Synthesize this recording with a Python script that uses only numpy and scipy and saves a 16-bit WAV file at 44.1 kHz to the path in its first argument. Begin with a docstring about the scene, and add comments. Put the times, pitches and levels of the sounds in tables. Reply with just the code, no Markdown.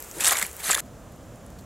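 """A muddy path under dead leaves, where two rubber-boot steps fall close by.
Each step squeezes out a crackle of bursting films and small bubbles over a lower slurp of mud.
Water spurts from under the sole, air pockets pop and the soft ground thuds; wet leaves tick and rustle.
Partway through the second step the scene cuts to a quiet wood with a far rumble and faint leaves."""
import sys
import numpy as np
from scipy import signal
from scipy.fft import next_fast_len
from scipy.io import wavfile
from scipy.ndimage import uniform_filter1d

SR = 44100
rng = np.random.default_rng(int(sys.argv[2]) if len(sys.argv) > 2 else 0)


def digitize_waveform(pressure):
    """Quantize a signal to 16-bit integers and store it at the path in sys.argv[1].

    Rows of a 2-D input are taken as channels; values are limited to [-1, 1].
    """
    field = np.atleast_2d(pressure).T
    bounded = np.clip(field, -1, 1)
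    quanta = np.round(bounded * 32767).astype(np.int16)
    wavfile.write(sys.argv[1], SR, quanta)


N = 72765
TIME = np.arange(N) / SR
CUT_S = .806  # the path gives way to the quiet wood

# spectra of the outdoor air: f/Hz, relative level/dB
PATH_SPECTRUM = [(15, -23), (28, -3), (70, 0), (130, -7), (260, -10.5), (460, -4), (700, -10), (1260, -12),
                 (2500, -17), (4500, -24), (5700, -19.5), (7400, -12.5), (9500, -16.5), (12500, -18.5),
                 (16000, -20.5)]
WOOD_SPECTRUM = [(15, -25), (28, -10), (55, -1.5), (110, 0), (240, -5), (400, -13.5), (590, -8),
                 (900, -18.5), (1260, -19), (2300, -29.5), (3100, -30), (4700, -34.5), (7200, -28),
                 (8500, -34), (12500, -37), (16000, -41)]
# filters on the side signal of the air and the steps, so the channels differ slightly: f/Hz, gain/dB
PATH_SIDE = [(30, -25), (100, -23), (300, -9), (700, -12), (2000, -23.5), (7000, -19), (16000, -21)]
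WOOD_SIDE = [(30, -18), (100, -18), (300, -15.5), (700, -17.5), (2000, -19.5), (4000, -24.5), (7000, -10),
             (12000, -20), (16000, -32)]
STEP_SIDE = [(100, -26), (200, -22), (330, -15), (700, -28), (1500, -22), (3000, -21), (7000, -26),
             (16000, -24.5)]
# dead leaves rustling: t/s, length/s, level/dB, f/Hz
LEAF_RUSTLES = [(.592, .025, -44, 13000), (.858, 0.01, -59, 11000), (1.586, .014, -53, 4250)]
# wet leaves and drops ticking: t/s, level/dB, f/Hz
LEAF_TICKS = [(.0035, -29.5, 14000), (.025, -28, 12600), (.0408, -37, 10100), (.0455, -35, 7260),
              (.1028, -42, 13000), (.1131, -29, 7400), (.1203, -45, 13000), (.1847, -30, 10000),
              (.4655, -24, 11100), (.5138, -32, 8140), (.53, -33.5, 10000), (.5667, -30.5, 12600),
              (1.1228, -48.5, 12000), (1.1612, -49, 11500), (1.3588, -47, 10000), (1.464, -43, 10200),
              (1.504, -46.5, 7600), (1.611, -49, 11900)]
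# the walker's weight settling on the heel: t/s, length/s, f/Hz, peak level/dB
HEEL_LOAD = [(.465, .085, 66.8, -43.5)]
# the boot meeting the ground: t/s, length/s, level/dB, f/Hz
BOOT_THUDS = [(.163, 0.034, -40, 343), (.213, 0.027, -43.5, 270), (.314, 0.025, -38.5, 700),
              (.425, 0.027, -44, 189), (.68, 0.027, -45, 149), (.759, 0.015, -39.5, 567)]
# air pockets popping in the mud: t/s, f/Hz, peak level/dB, 60 dB decay time/s
AIR_POCKETS = [(.208, 2600, -25, .008), (.2225, 2540, -28, 0.048), (.2455, 2940, -13.5, 0.003),
               (.2765, 1610, -17.5, 0.034), (.3165, 1670, -27, 0.012), (.3193, 1100, -14.5, .011),
               (.3195, 746, -18.5, 0.025), (.3255, 1390, -31, 0.0054), (.3525, 2180, -22, 0.026),
               (.4195, 1200, -24, 0.015), (.4262, 2010, -15.5, 0.02), (.4495, 2270, -26.5, 0.013),
               (.5993, 2200, -35.5, 0.019), (.6515, 2080, -28.5, 0.0089), (.695, 1640, -23, 0.012),
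               (.7003, 1250, -11.5, 0.01), (.7005, 680, -17, 0.018), (.7222, 2470, -18.5, 0.011),
               (.7345, 1680, -15.5, 0.011), (.745, 1890, -18.5, 0.019), (.7485, 3450, -16.5, 0.015),
               (.7612, 1610, -22, .01), (.7808, 1240, -17.5, 0.0078)]
# water spurting from under the sole: t/s, length/s, level/dB, f/Hz
WATER_SPURTS = [(.2055, 0.0044, -25, 8400), (.2378, .004, -23, 9150), (.2455, 0.0023, -15, 7940),
                (.2493, .001, -16.5, 8600), (.254, .0055, -19.5, 6530), (.2672, 0.0014, -13.5, 8600),
                (.2735, 0.0046, -18.5, 9000), (.2797, 0.0031, -16, 10400), (.2857, 0.0027, -18, 11100),
                (.294, 0.004, -21.5, 3560), (.3078, 0.0054, -21.5, 7350), (.3194, .0018, -21, 8260),
                (.3232, 0.0012, -19.5, 14000), (.3255, .005, -26, 8300), (.3678, .0055, -26, 7560),
                (.371, 0.00084, -20.5, 7100), (.383, 0.002, -25, 7800), (.387, 0.002, -22, 9600),
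                (.396, 0.0027, -24.5, 12500), (.4127, 0.0052, -28, 7850), (.4255, 0.0013, -19.5, 14000),
                (.427, 0.0022, -20.5, 8450), (.706, 0.0018, -19, 8100), (.7092, 0.0031, -16, 8400),
                (.7138, 0.0041, -16.5, 7800), (.718, .003, -25, 7200), (.7305, .0015, -19.5, 7600),
                (.7454, .002, -17, 10300), (.7485, 0.0035, -20.5, 7060), (.7512, 0.0012, -20.5, 11000),
                (.7738, 0.0025, -26, 10600), (.785, 0.0022, -29.5, 11300), (.7922, 0.0012, -28, 7450),
                (.7955, 0.0014, -25.5, 11400)]
# filters that colour the spurts, slurp and crackle: f/Hz, gain/dB
SPURT_COLOUR = [(100, -36.5), (500, -8), (1500, -10.5), (3400, -1), (5600, -9.5), (7300, 8), (11500, -2.5),
                (16000, -9.5)]
SLURP_COLOUR = [(60, -28), (200, -15), (400, -11), (650, -4), (1200, 0.5), (2100, 2), (2800, -12),
                (4500, -0.5), (16000, -73)]
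CRACKLE_COLOUR = [(100, -48), (600, -24), (1500, -17), (3300, -7), (4500, -8.5), (5600, -9.5), (7300, -1.5),
                  (9000, -4), (11600, -2.5), (16000, -20)]
# envelopes of the slurp and crackle, one list for each step: t/s, level/dB
SLURP_ENVELOPES = [
    [(.16, -69), (.2, -38), (.24, -35.5), (.278, -27.5), (.303, -33), (.324, -24.5), (.34, -30.5),
     (.405, -35), (.42, -33.5), (.438, -41.5), (.5, -52)],
    [(.58, -65), (.602, -43.5), (.622, -47), (.645, -39.5), (.675, -35), (.697, -27), (.73, -33),
     (.757, -38.5), (.768, -34), (.81, -38.5)],
]
CRACKLE_ENVELOPES = [
    [(.14, -47), (.198, -39.5), (.208, -25.5), (.234, -30.5), (.277, -19), (.303, -27), (.328, -23),
     (.345, -32.5), (.387, -30), (.405, -37.5), (.422, -30.5), (.436, -33), (.52, -56.5)],
    [(.56, -63), (.605, -39.5), (.624, -45.5), (.638, -31.5), (.682, -27.5), (.715, -26), (.738, -28),
     (.76, -38), (.787, -33.5), (.797, -31), (.81, -30.5)],
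]


def amp(db):
    """Amplitude ratio of a level in decibels."""
    return 10 ** (np.asarray(db) / 20)


def unit(x):
    """Normalisation to an rms of 1."""
    return x / np.sqrt(np.mean(x ** 2) + 1e-20)


def levelled(x, length, db):
    """Equivalent level: x gets the energy of a steady sound of this level and length."""
    return amp(db) * x * np.sqrt(length * SR / np.sum(x ** 2))


def play(table, source):
    """Superposition: each row of a table sounds at its own time."""
    out = np.zeros(N)
    for start_s, *row in table:
        sound = source(*row)
        part = out[round(start_s * SR):][:len(sound)]
        part += sound[:len(part)]
    return out


def colour(x, points, centre_hz=1000, bump_db=0, octaves=.3):
    """Minimum-phase filtering by a gain curve with an optional resonant bump."""
    size = next_fast_len(len(x) + 2048)
    log_f = np.log2(abs(np.fft.fftfreq(size, 1 / SR)) + 1)
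    hz, db = np.transpose(points)
    bump = bump_db / (1 + ((log_f - np.log2(centre_hz)) / octaves) ** 2)
    gain_db = np.interp(log_f, np.log2(hz + 1), db) + bump
    response = np.exp(np.conj(signal.hilbert(np.log(amp(gain_db)))))
    return np.fft.ifft(np.fft.fft(x, size) * response).real[:len(x)]


def burst(length):
    """Transient noise with a fast rise and an exponential decay."""
    u = np.arange(int(4 * length * SR) + 256) / (length * SR)
    return u * np.exp(-u / 0.29) * rng.choice([-1., 1.], len(u))


def ring(samples, hz, cycles):
    """A damped oscillator, falling to 1/e in the given number of cycles."""
    t = np.arange(samples) / SR
    return np.exp(-t * hz / cycles) * np.sin(2 * np.pi * hz * t)


def grains(per_s, spread_db, cycles, low_hz, high_hz, clump_db=0, pitches=36):
    """Shot noise: random impulses excite damped oscillators; clump_db makes their strength flicker."""
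    clumps = unit(uniform_filter1d(rng.standard_normal(N), size=130))
    strength_db = spread_db * np.minimum(rng.exponential(1, N), 4) + clump_db * clumps
    clicks = amp(strength_db) * rng.choice([-1, 1], N) * (rng.random(N) < per_s / SR)
    oscillator = rng.integers(0, pitches, N)
    out = np.zeros(N)
    for k, hz in enumerate(np.linspace(low_hz, high_hz, pitches)):
        out += signal.oaconvolve(clicks * (oscillator == k), unit(ring(1024, hz, cycles)))[:N]
    return out


def follow(x, envelopes):
    """Amplitude modulation: a texture is evened out, then takes the envelope of each step."""
    even = x / np.sqrt(abs(uniform_filter1d(x ** 2, size=700)) + 1e-12)
    levels_db = [np.interp(TIME, *np.transpose(step), left=-120, right=-120) for step in envelopes]
    return even * amp(levels_db).sum(axis=0)


def scatter(x, t60):
    """Diffuse scattering: a short echo whose impulse response has unit energy."""
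    t = np.arange(6000) / SR
    tail = rng.standard_normal(len(t)) * amp(-60 * t / t60) * (t > .001)
    return signal.oaconvolve(x, tail / np.linalg.norm(tail))[:N]


def stereo(mid, side, left_db):
    """Sum and difference stereo; a level difference shifts the image sideways."""
    return np.array([(mid + side) * amp(left_db), (mid - side) * amp(-left_db)])


def air(spectrum, width, db, left_db):
    """Stationary noise: outdoor rumble and hiss, widened by an uncorrelated side signal."""
    mid, side = (unit(colour(noise, spectrum)) for noise in rng.standard_normal((2, N)))
    return amp(db) * stereo(mid, colour(side, width), left_db)


def rustle(length, db, hz):
    """Friction noise of dead leaves brushing together."""
    spectrum = [(200, -1), (2000, -13), (8000, -4), (16000, -11)]
    return levelled(colour(burst(length), spectrum, hz, bump_db=11, octaves=0.17), length, db)


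def tick(db, hz, snap_s=0.00032, tail_s=0.0023):
    """A brief impulse has a broad spectrum: a wet leaf or drop snaps, with a faint tail."""
    t = np.arange(600) / SR
    envelope = np.exp(-t / snap_s) + amp(-19) * np.exp(-t / tail_s)
    snap = envelope * rng.choice([-1., 1.], len(t))
    spectrum = [(200, -31), (3000, -14), (7000, 2), (14000, -4.5), (20000, -25)]
    return levelled(colour(snap, spectrum, hz, bump_db=11, octaves=0.27), length=0.00071, db=db)


def settle(length, hz, db):
    """Compliance: the ground yields under the heel in a few slow cycles."""
    t = np.arange(0, length, 1 / SR)
    return amp(db) * np.sin(np.pi * t / length) ** 2 * np.sin(2 * np.pi * hz * t)


def thud(length, db, hz):
    """A cushioned impact: the boot on soft ground excites mainly low frequencies."""
    spectrum = [(30, -8.5), (200, -2), (800, 0), (3000, -22), (16000, -42)]
    return levelled(colour(burst(length), spectrum, hz, bump_db=14.5, octaves=0.68), length, db)


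def pop(hz, db, t60, attack_s=0.00064, glide_per_s=9.3):
    """Cavity resonance: an air pocket rings briefly, its pitch climbing as it opens."""
    t = np.arange(0, 1.5 * t60, 1 / SR)
    envelope = np.minimum(t / attack_s, 1) * amp(db - 60 * np.maximum(t - attack_s, 0) / t60)
    return envelope * np.sin(2 * np.pi * hz * (t + glide_per_s * t ** 2 / 2))


def spurt(length, db, hz):
    """Turbulence: water jets through a narrow gap and excites its resonance."""
    jet = burst(length)
    resonance = signal.fftconvolve(jet, ring(len(jet), hz, cycles=4.8))[:len(jet)]
    return levelled(unit(colour(jet, SPURT_COLOUR)) + amp(1) * unit(resonance), length, db)


def slurp():
    """Heavily damped oscillations, in clumps, of mud being pushed aside."""
    mud = grains(per_s=1200, spread_db=1.5, cycles=1.96, low_hz=395, high_hz=3470, clump_db=1.5)
    return follow(colour(mud, SLURP_COLOUR), SLURP_ENVELOPES)


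def crackle():
    """Rupturing wet films radiate clicks, while small bubbles resonate for longer."""
    films = grains(per_s=5800, spread_db=1, cycles=1.1, low_hz=1200, high_hz=15300)
    bubbles = grains(per_s=500, spread_db=2, cycles=22, low_hz=1972, high_hz=14000, pitches=60)
    froth = unit(films) + amp(-3) * unit(bubbles)
    return follow(colour(froth, CRACKLE_COLOUR), CRACKLE_ENVELOPES)


def footsteps():
    """Direct sound of the boots in mud, plus scattering from the ground and legs."""
    ground = play(HEEL_LOAD, settle) + play(BOOT_THUDS, thud)
    squelch = play(AIR_POCKETS, pop) + play(WATER_SPURTS, spurt) + slurp() + crackle()
    direct = ground + squelch
    mid = direct + amp(-20.5) * scatter(direct, t60=0.077)
    side = colour(scatter(direct, t60=0.011), STEP_SIDE)
    return stereo(mid, side, left_db=0.13)


def scene():
    """Superposition of air, leaves and steps; at the cut only the leaves carry on into the wood."""
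    on_path = np.clip((CUT_S - TIME) / 0.00062, 0, 1)
    in_wood = np.interp(TIME, [CUT_S - .001, CUT_S, CUT_S + 0.0085], [0, .7, 1])
    path_air = air(PATH_SPECTRUM, PATH_SIDE, db=-43, left_db=0.06)
    wood_air = air(WOOD_SPECTRUM, WOOD_SIDE, db=-44, left_db=-.5)
    leaf_mid = play(LEAF_RUSTLES, rustle) + play(LEAF_TICKS, tick)
    leaf_side = colour(scatter(leaf_mid, t60=.01), STEP_SIDE)
    leaves = stereo(leaf_mid, leaf_side, left_db=0.4)
    return wood_air * in_wood + leaves + (path_air + footsteps()) * on_path


def record(dry):
    """Band limiting: a linear-phase low-pass filter removes the highest treble."""
    low_pass = signal.firwin(511, cutoff=15850, window=("kaiser", 9), fs=SR)
    return signal.oaconvolve(dry, low_pass[None], "same")


dry = scene()
out = record(dry)
digitize_waveform(out)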